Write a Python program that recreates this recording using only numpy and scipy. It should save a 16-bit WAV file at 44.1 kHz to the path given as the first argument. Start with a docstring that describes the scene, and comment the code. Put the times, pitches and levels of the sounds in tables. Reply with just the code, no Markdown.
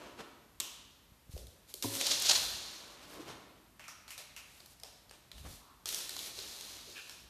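"""Two small foxes in a bare, echoing pen with a hard smooth floor, on a hand-held mono microphone.
Over faint room air come far-off scuffs, one sharp snap and a few soft bumps on the microphone. At 1.8 s
one fox bolts from close beside it: the floor board thumps and claws scrabble for grip. From about 3 s
it scuffs and taps around the wooden furniture at the back, then trots forward. At 5.9 s it skitters
off again, and near 7 s its claws give a short squeal on the glass wall."""
import sys
import numpy as np
from scipy import signal
from scipy.fft import rfft, irfft
from scipy.io import wavfile

SR = 44100
rng = np.random.default_rng(int(sys.argv[2]) if len(sys.argv) > 2 else 0)


def put_to_file(sound):
    """Save the sound as 16-bit audio at rate SR, in the file named by the first command-line argument."""
    columns = np.atleast_2d(sound).T  # one column per channel
    safe = np.clip(columns, -1, 1)
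    whole_steps = np.round(safe * 32767)
    wavfile.write(sys.argv[1], SR, whole_steps.astype(np.int16))


N = 321489
TIME = np.arange(N) / SR

# tone of the pen's air and of its echo: frequency_hz, level_db
AIR_SPECTRUM = [(15, -50), (25, -23.5), (48, 9), (72, 4), (293, -4), (436, -8.5), (781, -11), (868, -9.5),
                (1920, -13.5), (3930, -16.5), (10500, -20), (12900, -15), (14000, -23.5)]
ECHO_SPECTRUM = [(60, -13), (250, 1.5), (1000, 2.5), (3500, 2), (7000, 2), (14000, 2.5)]
# how long the echo hangs in the pen: frequency_hz, t60_s
ECHO_DECAY = [(100, 2.14), (400, 0.91), (1200, 1.19), (3300, 0.89), (4600, 1.33), (6400, 0.45),
              (9000, 0.71), (14000, 0.41)]
# soft dry bumps on the microphone: start_s, level_db, pitch_hz
MIC_BUMPS = [(1.119, -46, 91), (1.294, -36.5, 104), (1.338, -32, 67), (1.351, -29.5, 56.4),
             (1.478, -43.5, 85)]
# spells of low rumble, from running footfalls on the floor and from handling the microphone:
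# middle_s, half_length_s, level_db
LOW_RUMBLES = [(1.42, 0.053, -54.5), (2.42, 0.14, -58.5), (5.36, 0.014, -55), (5.47, 0.059, -49.5),
               (6.43, 0.067, -64), (7.22, 0.028, -59)]
# resonances of that rumble: pitch_hz, width_hz, level_db
LOW_RUMBLE_MODES = [(38, 25, -6), (60, 24, 2), (85, 68, -5), (158, 110, -13.5)]

# dull scuffs of paws and body, far off: middle_s, half_length_s, level_db, tilt_db_per_octave
FAR_SCUFFS = [(0.026, 0.08, -52, -0.3), (0.203, 0.014, -45, 0), (2.824, 0.33, -57.5, 1.5),
              (3.035, 0.016, -61, 4.5), (3.152, 0.042, -54.5, -1.5), (3.217, 0.012, -56, 4),
              (3.298, 0.023, -48.5, 1.4), (3.443, 0.1, -66.5, -1.5), (5.137, 0.018, -60, 2),
              (5.461, 0.013, -51.5, -1), (6.2, .08, -63.5, -7), (6.71, 0.25, -62, 1.5)]
# padded paws land on floor or hollow furniture: middle_s, half_length_s, level_db, pitch_hz
PAW_KNOCKS = [(1.367, 0.0016, -44, 500), (1.396, 0.024, -63, 466), (1.747, 0.0027, -51, 432),
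              (2.015, 0.015, -49, 513), (2.075, .005, -48, 850), (2.112, 0.013, -50.5, 500),
              (2.312, 0.017, -42.5, 730), (2.313, 0.0052, -37, 1550), (3.206, .012, -47, 368),
              (3.297, .038, -59, 114), (3.885, 0.0036, -49.5, 1350), (4.196, 0.015, -58.5, 600),
              (4.648, 0.098, -78, 720), (4.848, 0.013, -56, 640), (5.678, 0.062, -65.5, 1040),
              (6.396, .024, -56, 430), (6.885, 0.0094, -57, 410)]
# claws tap wood at the back: start_s, level_db, ring_hz, tilt_db_per_octave
WOOD_TAPS = [(3.7953, -48.5, 2800, -1), (3.8406, -52, 2400, 0.5), (3.881, -44.5, 5700, 1.5),
             (4.0797, -47.5, 4300, 2), (4.106, -42, 2500, 4), (4.1785, -41.5, 4000, 3.5),
             (4.3642, -43, 2700, 2.5)]
# resonances of tapped wood and of claws skidding on glass: pitch_hz, width_hz, level_db
WOOD_MODES = [(1350, 73, -18), (2140, 260, -4), (2500, 260, -7), (5660, 500, -7)]
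GLASS_MODES = [(1730, 200, -5), (2480, 270, -3), (2700, 260, -5)]
# something small and hard snaps: start_s, level_db, ring_hz, tilt_db_per_octave
HARD_SNAP = [(.6012, -30, 2950, -0.23)]
# the floor board under the leap: pitch_hz, relative_level_db, t60_s
FLOOR_MODES = [(108, -8, 0.33), (269.4, -4, 0.16), (288, -1, 0.12), (344, 0.5, 0.072), (412, -2.5, 0.09),
               (551, -19.5, 0.9), (720, -9.5, 0.069), (980, 10, 0.018)]
# the loudest single claw clicks: start_s, level_db, ring_hz, tilt_db_per_octave
CLAW_CLICKS = [(1.378, -50.5, 5500, 3), (1.469, -51.5, 3700, 3.5), (1.74, -37.5, 4300, 6),
               (1.8251, -33, 4130, 2), (2.0122, -30.5, 3420, -1), (2.0687, -29.5, 5400, 2.5),
               (2.2004, -35, 3730, 5), (2.222, -30.5, 6530, 2), (2.2962, -29, 4160, -1),
               (2.3329, -32, 3800, 1.5), (2.4321, -43, 3700, -4), (4.6038, -54, 4740, -4.5),
               (4.6598, -50.5, 4580, 6.5), (4.7994, -55.5, 5000, 0.5), (4.8344, -43, 5300, -0.5),
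               (5.095, -56, 4600, 1), (5.1111, -51, 8500, -3), (5.3162, -47, 3870, -2.5),
               (5.3812, -54.5, 3570, -5), (5.8576, -36.5, 6040, 0.5), (5.8894, -34.5, 3450, 3),
               (5.9456, -33, 5450, 2), (6.0047, -47.5, 3540, -3.5), (6.0935, -37.5, 4070, .5),
               (6.1657, -41, 4230, -1), (6.1913, -39.5, 3940, 1), (6.2617, -47, 4000, -2),
               (6.389, -41, 4100, -1.5), (6.61, -44.5, 3970, 0.5), (7.0958, -46, 5500, -1.5)]
# echo against direct sound of those clicks as the fox moves about: time_s, echo_db
CLICK_ECHO_LEVELS = [(1.8, -1.5), (2.3, -3.5), (4.6, -1.5), (5.3, -2.5), (5.9, 0.5), (6.2, -2), (6.45, 1.5)]
# a walking paw brushes the floor: middle_s, half_length_s, hiss_db
PAW_BRUSHES = [(1.325, 0.014, -57.5), (1.385, 0.038, -58), (1.705, 0.017, -55.5), (3.132, 0.036, -57),
               (4.57, 0.092, -63), (4.718, .018, -62.5), (5.394, .02, -58.5), (5.517, 0.054, -54)]
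# claws dig in for grip: middle_s, rasp_db
CLAW_GRIPS = [(2.012, -37), (2.068, -33.5), (2.116, -27), (2.262, -32.5), (2.29, -28.5), (2.2982, -22),
              (2.3146, -20.5), (2.359, -27)]
# effort of the paws through each of the two dashes: time_s, rasp_db, hiss_db
BOLT_EFFORT = [(1.83, -49, -41), (1.85, -49, -38), (1.9, -57, -47.5), (1.955, -48, -36.5),
               (2.03, -40, -45.5), (2.13, -35, -42.5), (2.2, -41, -49), (2.27, -32, -40),
               (2.33, -54, -40.5), (2.45, -51, -42.5), (2.6, -49, -56.5), (2.95, -63.5, -67.5)]
SKITTER_EFFORT = [(5.862, -45, -63), (5.88, -46, -44.5), (5.96, -49, -45), (6.07, -59, -54),
                  (6.2, -53, -50.5), (6.275, -53, -47), (6.32, -61, -60), (6.385, -47.5, -51),
                  (6.6, -54, -53.5), (6.85, -55.5, -58.5), (7.04, -58.5, -60), (7.25, -70, -65)]

# tone of each kind of contact: frequency_hz, level_db
SCUFF_SPECTRUM = [(50, -28), (130, -4), (270, 1.5), (600, 0), (800, -3), (1050, -2), (2000, -9),
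                  (2900, -8.5), (6000, -16), (9000, -23), (14000, -29)]
TAP_SPECTRUM = [(150, -17), (420, -23), (600, -0.5), (1000, 1), (2400, -0.5), (3800, -5), (6000, -4),
                (9000, -9), (14000, -12.5)]
SNAP_SPECTRUM = [(120, -18), (270, -6), (420, -6), (720, -7.5), (1050, -2.5), (1500, -9.5), (2200, -8),
                 (2900, -4), (3600, -0.5), (4500, -3), (5700, 2), (7600, 0.5), (10000, -6.5), (14000, -1.5)]
CLICK_SPECTRUM = [(100, -11.5), (300, -11), (620, -6), (1000, -6.5), (1500, -6.5), (2200, -3.5), (3300, 1),
                  (5200, 0), (8000, -1), (14000, -6)]
PAD_HISS_SPECTRUM = [(100, -16.5), (400, 2), (1000, -7.5), (1900, -3.5), (3300, -0.5), (6000, 0.5),
                     (9500, 1), (14000, -0.5)]
CLAW_RASP_SPECTRUM = [(100, -39), (280, -28.5), (650, -12.5), (1150, -15), (2000, -12.5), (3000, -5.5),
                      (4100, 2), (5100, -2), (6700, -2.5), (7700, -11), (14000, -28)]


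def from_db(db):
    """Decibels to gain."""
    return 10 ** (np.asarray(db) / 20)


def unit_energy(x):
    """Scale so that the squares sum to one."""
    return x / np.sqrt(np.sum(x ** 2) + 1e-20)


def at_hz(points, hz):
    """Read a table along a log-frequency axis."""
    known_hz, values = np.transpose(points)
    return np.interp(np.log(np.maximum(hz, 1)), np.log(known_hz), values)


def add(track, start_s, sound):
    """Mix a sound into a track from start_s on."""
    start = max(round(start_s * SR), 0)
    track[start:start + len(sound)] += sound[:max(N - start, 0)]


def around(middle_s):
    """The half second about a moment, as a slice."""
    start = max(round((middle_s - .25) * SR), 0)
    return slice(start, start + SR // 2)


def swell(middle_s, half_s, part=slice(None)):
    """A bell-shaped stroke of pressure."""
    return np.exp(-np.minimum(((TIME[part] - middle_s) / half_s) ** 2, 80) / 2)


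def coloured(x, spectrum, tilt_db=0, size=2048):
    """Minimum-phase filter, tilted by tilt_db per octave above 400 Hz; white noise keeps its level."""
    hz = np.maximum(np.arange(size // 2 + 1) * SR / size, 1)
    gain_db = at_hz(spectrum, hz) + tilt_db * np.log2(np.maximum(hz, 400))
    cepstrum = irfft(np.log(from_db(gain_db)))
    response = irfft(np.exp(rfft(2 * cepstrum[:size // 2], size)))
    return signal.oaconvolve(x, unit_energy(response))[:len(x)]


def resonate(x, modes):
    """Parallel resonances, each given as pitch_hz, width_hz, peak_db."""
    out = 0
    for hz, width_hz, db in modes:
        r = np.exp(-np.pi * width_hz / SR)
        feedforward = [(1 - r * r) / 2, 0, (r * r - 1) / 2]
        feedback = [1, -2 * r * np.cos(2 * np.pi * hz / SR), r * r]
        out = out + from_db(db) * signal.lfilter(feedforward, feedback, x + 1e-18)
    return out


def ring(hz, t60_s, rise_s):
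    """One damped sine after a soft contact."""
    t = TIME[:SR]
    return np.sin(2 * np.pi * hz * t) * from_db(-60 * t / t60_s) * (1 - np.exp(-t / rise_s))


def friction(per_s, spread_db):
    """Stick and slip: tiny random catches of very uneven size; rms 1."""
    sizes = from_db(spread_db * np.minimum(rng.exponential(1, N), 5)) * rng.choice([-1, 1], N)
    catches = rng.random(N) < per_s / SR
    return unit_energy(sizes * catches) * np.sqrt(N)


def hard_contact(spectrum, tilt_db, ring_hz, crack_s, chatter_s, chatter_db, size=2048):
    """A crack, chatter and a short ring: direct sound and room feed, each with 5 ms of unit power."""
    t = TIME[:size]
    envelope = np.exp(-t / crack_s) + from_db(chatter_db) * np.exp(-t / chatter_s)
    burst = envelope * rng.choice([-1, 1], size)
    spike = signal.unit_impulse(size)   # summed over all directions, the spectrum is smooth
    touches = [coloured(x, spectrum, tilt_db) for x in (burst, spike)]
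    mode = [(ring_hz, 610, 3)]   # 610 Hz wide, 3 dB over the crack
    return np.array([unit_energy(x + resonate(x, mode)) for x in touches]) * np.sqrt(.005 * SR)


def room_air():
    """The steady low rush and faint hiss of the pen."""
    return coloured(rng.standard_normal(N), AIR_SPECTRUM, size=8192)


def pen_echo(x, first_s, build_s):
    """Dense echoes from bare walls and glass; the top treble dies first."""
    t = TIME[:round(1.3 * SR)]
    edges_hz = np.geomspace(50, 16000, 15)
    white, tail = rng.standard_normal((2, len(t))), 0
    for k, (low, high) in enumerate(zip(edges_hz, edges_hz[1:])):
        band = signal.sosfilt(signal.butter(2, [low, high], "band", fs=SR, output="sos"), white[k % 2])
        tail = tail + band * from_db(-60 * t / at_hz(ECHO_DECAY, np.sqrt(low * high)))
    onset = 1 - np.exp(-np.maximum(t - first_s, 0) / build_s)
    return signal.fftconvolve(x, unit_energy(coloured(tail, ECHO_SPECTRUM) * onset))[:N]


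def moving_echo(x, step_s, patterns=5):
    """A running animal keeps meeting a different echo; a few patterns take turns."""
    place = (TIME / step_s).astype(int) % patterns
    return sum(pen_echo(x * (place == k), first_s=0.0023, build_s=0.0021) for k in range(patterns))


def rumble_and_bumps(bump_cycles=2.7):
    """Spells of low rumble from footfalls and handling, and quickly damped jolts of the microphone."""
    rumble = resonate(resonate(rng.standard_normal(N), LOW_RUMBLE_MODES), LOW_RUMBLE_MODES)
    power = sum((from_db(db) * swell(middle_s, half_s)) ** 2 for middle_s, half_s, db in LOW_RUMBLES)
    out = np.sqrt(power) * unit_energy(rumble) * np.sqrt(N)
    for start_s, db, hz in MIC_BUMPS:
        add(out, start_s, from_db(db) * ring(hz, t60_s=bump_cycles / hz, rise_s=0.00034))
    return out


def far_scuffs():
    """Paws and body rub softly, well off the microphone, each scuff with its own brightness."""
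    grain = friction(per_s=7000, spread_db=2.5)
    return sum(from_db(db) * coloured(grain * swell(middle_s, half_s), SCUFF_SPECTRUM, tilt_db)
               for middle_s, half_s, db, tilt_db in FAR_SCUFFS)


def paw_knocks(width_share=0.41):
    """Each padded blow stirs a narrow band of the floor or the hollow furniture."""
    out, grain = np.zeros(N), rng.standard_normal(N)
    for middle_s, half_s, db, hz in PAW_KNOCKS:
        part, mode = around(middle_s), [(hz, width_share * hz, 0)]
        pressure = swell(middle_s, half_s, part)
        body = resonate(resonate(grain[part], mode), mode) * pressure
        out[part] += from_db(db) * unit_energy(body) * np.sqrt(np.sum(pressure ** 2))
    return out


def wood_taps(wood_db=-4):
    """Claws knock on wood at the back, and it rings briefly; gives direct sound and room feed."""
    direct, to_room = np.zeros((2, N))
    for start_s, db, hz, tilt_db in WOOD_TAPS:
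        tap, feed = hard_contact(TAP_SPECTRUM, tilt_db, hz, crack_s=.001, chatter_s=.041, chatter_db=-6)
        add(direct, start_s, from_db(db) * tap)
        add(to_room, start_s, from_db(db) * feed)
    return [x + from_db(wood_db) * resonate(x, WOOD_MODES) for x in (direct, to_room)]


def glass_squeal(middle_s, half_s):
    """Claws skid at the glass wall, and the stick and slip sets resonances singing."""
    song = resonate(friction(per_s=2200, spread_db=2.0), GLASS_MODES)
    return unit_energy(song) * np.sqrt(N) * swell(middle_s, half_s)


def board_thump(start_s, level_db):
    """The fox pushes off beside the microphone and the floor board rings."""
    out = np.zeros(N)
    board = sum(from_db(db) * ring(hz, t60_s, rise_s=0.0044) for hz, db, t60_s in FLOOR_MODES)
    add(out, start_s, from_db(level_db) * board)
    return out


def hard_clicks(rows, spectrum, chatter_s, bounce_s, bounce_db):
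    """Clicks, each with a duller bounce off the nearest surface; gives direct sound and room feed."""
    direct, to_room = np.zeros((2, N))
    for start_s, db, hz, tilt_db in rows:
        click, feed = from_db(db) * hard_contact(spectrum, tilt_db, hz, crack_s=0.00071,
                                                 chatter_s=chatter_s, chatter_db=-7)
        bounce = from_db(bounce_db) * signal.lfilter([.5], [1, -.5], click)
        add(direct, start_s, click)
        add(direct, start_s + bounce_s * rng.uniform(.8, 1.2), bounce)
        add(to_room, start_s, feed)
    return direct, to_room


def dash_effort(dash, strokes_per_s=14.23, spread_db=1.5):
    """The paws push in turn, unevenly; gives the gains of rasp and hiss, silent outside the dash."""
    times_s, *levels_db = np.transpose(dash)
    strengths = rng.standard_normal(256)
    stroke = (TIME - times_s[0]) * strokes_per_s
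    uneven_db = spread_db * np.interp(stroke, np.arange(len(strengths)), strengths)
    running = (TIME >= times_s[0]) & (TIME <= times_s[-1])
    return np.array([from_db(np.interp(TIME, times_s, db) + uneven_db) for db in levels_db]) * running


def slipping_paws():
    """Claws catch, rasp and tick while the furry pads hiss over the smooth floor."""
    dash_rasp, dash_hiss = dash_effort(BOLT_EFFORT) + dash_effort(SKITTER_EFFORT)
    rasp_power, hiss_power = dash_rasp ** 2, dash_hiss ** 2
    # a grip is mostly rasp, and half as long when 12.5 dB harder; a brush is mostly hiss
    grips = [(middle_s, 0.0071 * .5 ** ((db + 29) / 12.5), db, db - 20) for middle_s, db in CLAW_GRIPS]
    brushes = [(middle_s, half_s, db - 7, db) for middle_s, half_s, db in PAW_BRUSHES]
    for middle_s, half_s, rasp_db, hiss_db in grips + brushes:
        part = around(middle_s)
        power = swell(middle_s, half_s, part) ** 2
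        rasp_power[part] += power * from_db(rasp_db) ** 2
        hiss_power[part] += power * from_db(hiss_db) ** 2
    rasp = coloured(np.sqrt(rasp_power) * friction(per_s=13000, spread_db=2.5), CLAW_RASP_SPECTRUM)
    hiss = coloured(np.sqrt(hiss_power) * friction(per_s=8000, spread_db=3.0), PAD_HISS_SPECTRUM)
    ticks = coloured(dash_hiss * friction(per_s=60, spread_db=2.5), CLICK_SPECTRUM)
    return rasp + hiss + from_db(-6.5) * ticks


def scene():
    """At the microphone: the direct sounds, their echo in the pen, low rumble, bumps and air."""
    clicks, click_feed = hard_clicks(CLAW_CLICKS, CLICK_SPECTRUM, chatter_s=0.0026,
                                     bounce_s=0.0029, bounce_db=-4)
    snap, snap_feed = hard_clicks(HARD_SNAP, SNAP_SPECTRUM, chatter_s=0.0036,
                                  bounce_s=0.0031, bounce_db=3)
    taps, tap_feed = wood_taps()
    slips = slipping_paws()
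    thump = board_thump(start_s=1.8435, level_db=-29.5)
    rubs = far_scuffs() + paw_knocks() + from_db(-45.5) * glass_squeal(middle_s=6.985, half_s=0.019)
    direct = clicks + snap + slips + thump + from_db(-0.5) * rubs + from_db(1.5) * taps
    click_echo_db = np.interp(TIME, *np.transpose(CLICK_ECHO_LEVELS))
    to_room = (from_db(click_echo_db) * click_feed + from_db(-2) * snap_feed + from_db(-8.5) * thump
               + from_db(-6) * rubs + from_db(-1) * tap_feed)
    echo = pen_echo(to_room, first_s=0.0095, build_s=0.00053)
    echo += from_db(-6.5) * moving_echo(slips, step_s=.004)
    mono = direct + echo + rumble_and_bumps() + from_db(-64.5) * room_air()
    return np.array([mono, mono])


def record(dry):
    """The microphone loses the bass below 32 Hz; the top is cut steeply at 14 kHz."""
    thin = signal.sosfilt(signal.butter(2, 32, "high", fs=SR, output="sos"), dry)
    return signal.sosfilt(signal.ellip(12, .2, 70, 14000, fs=SR, output="sos"), thin)


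dry = scene()
out = record(dry)
put_to_file(out)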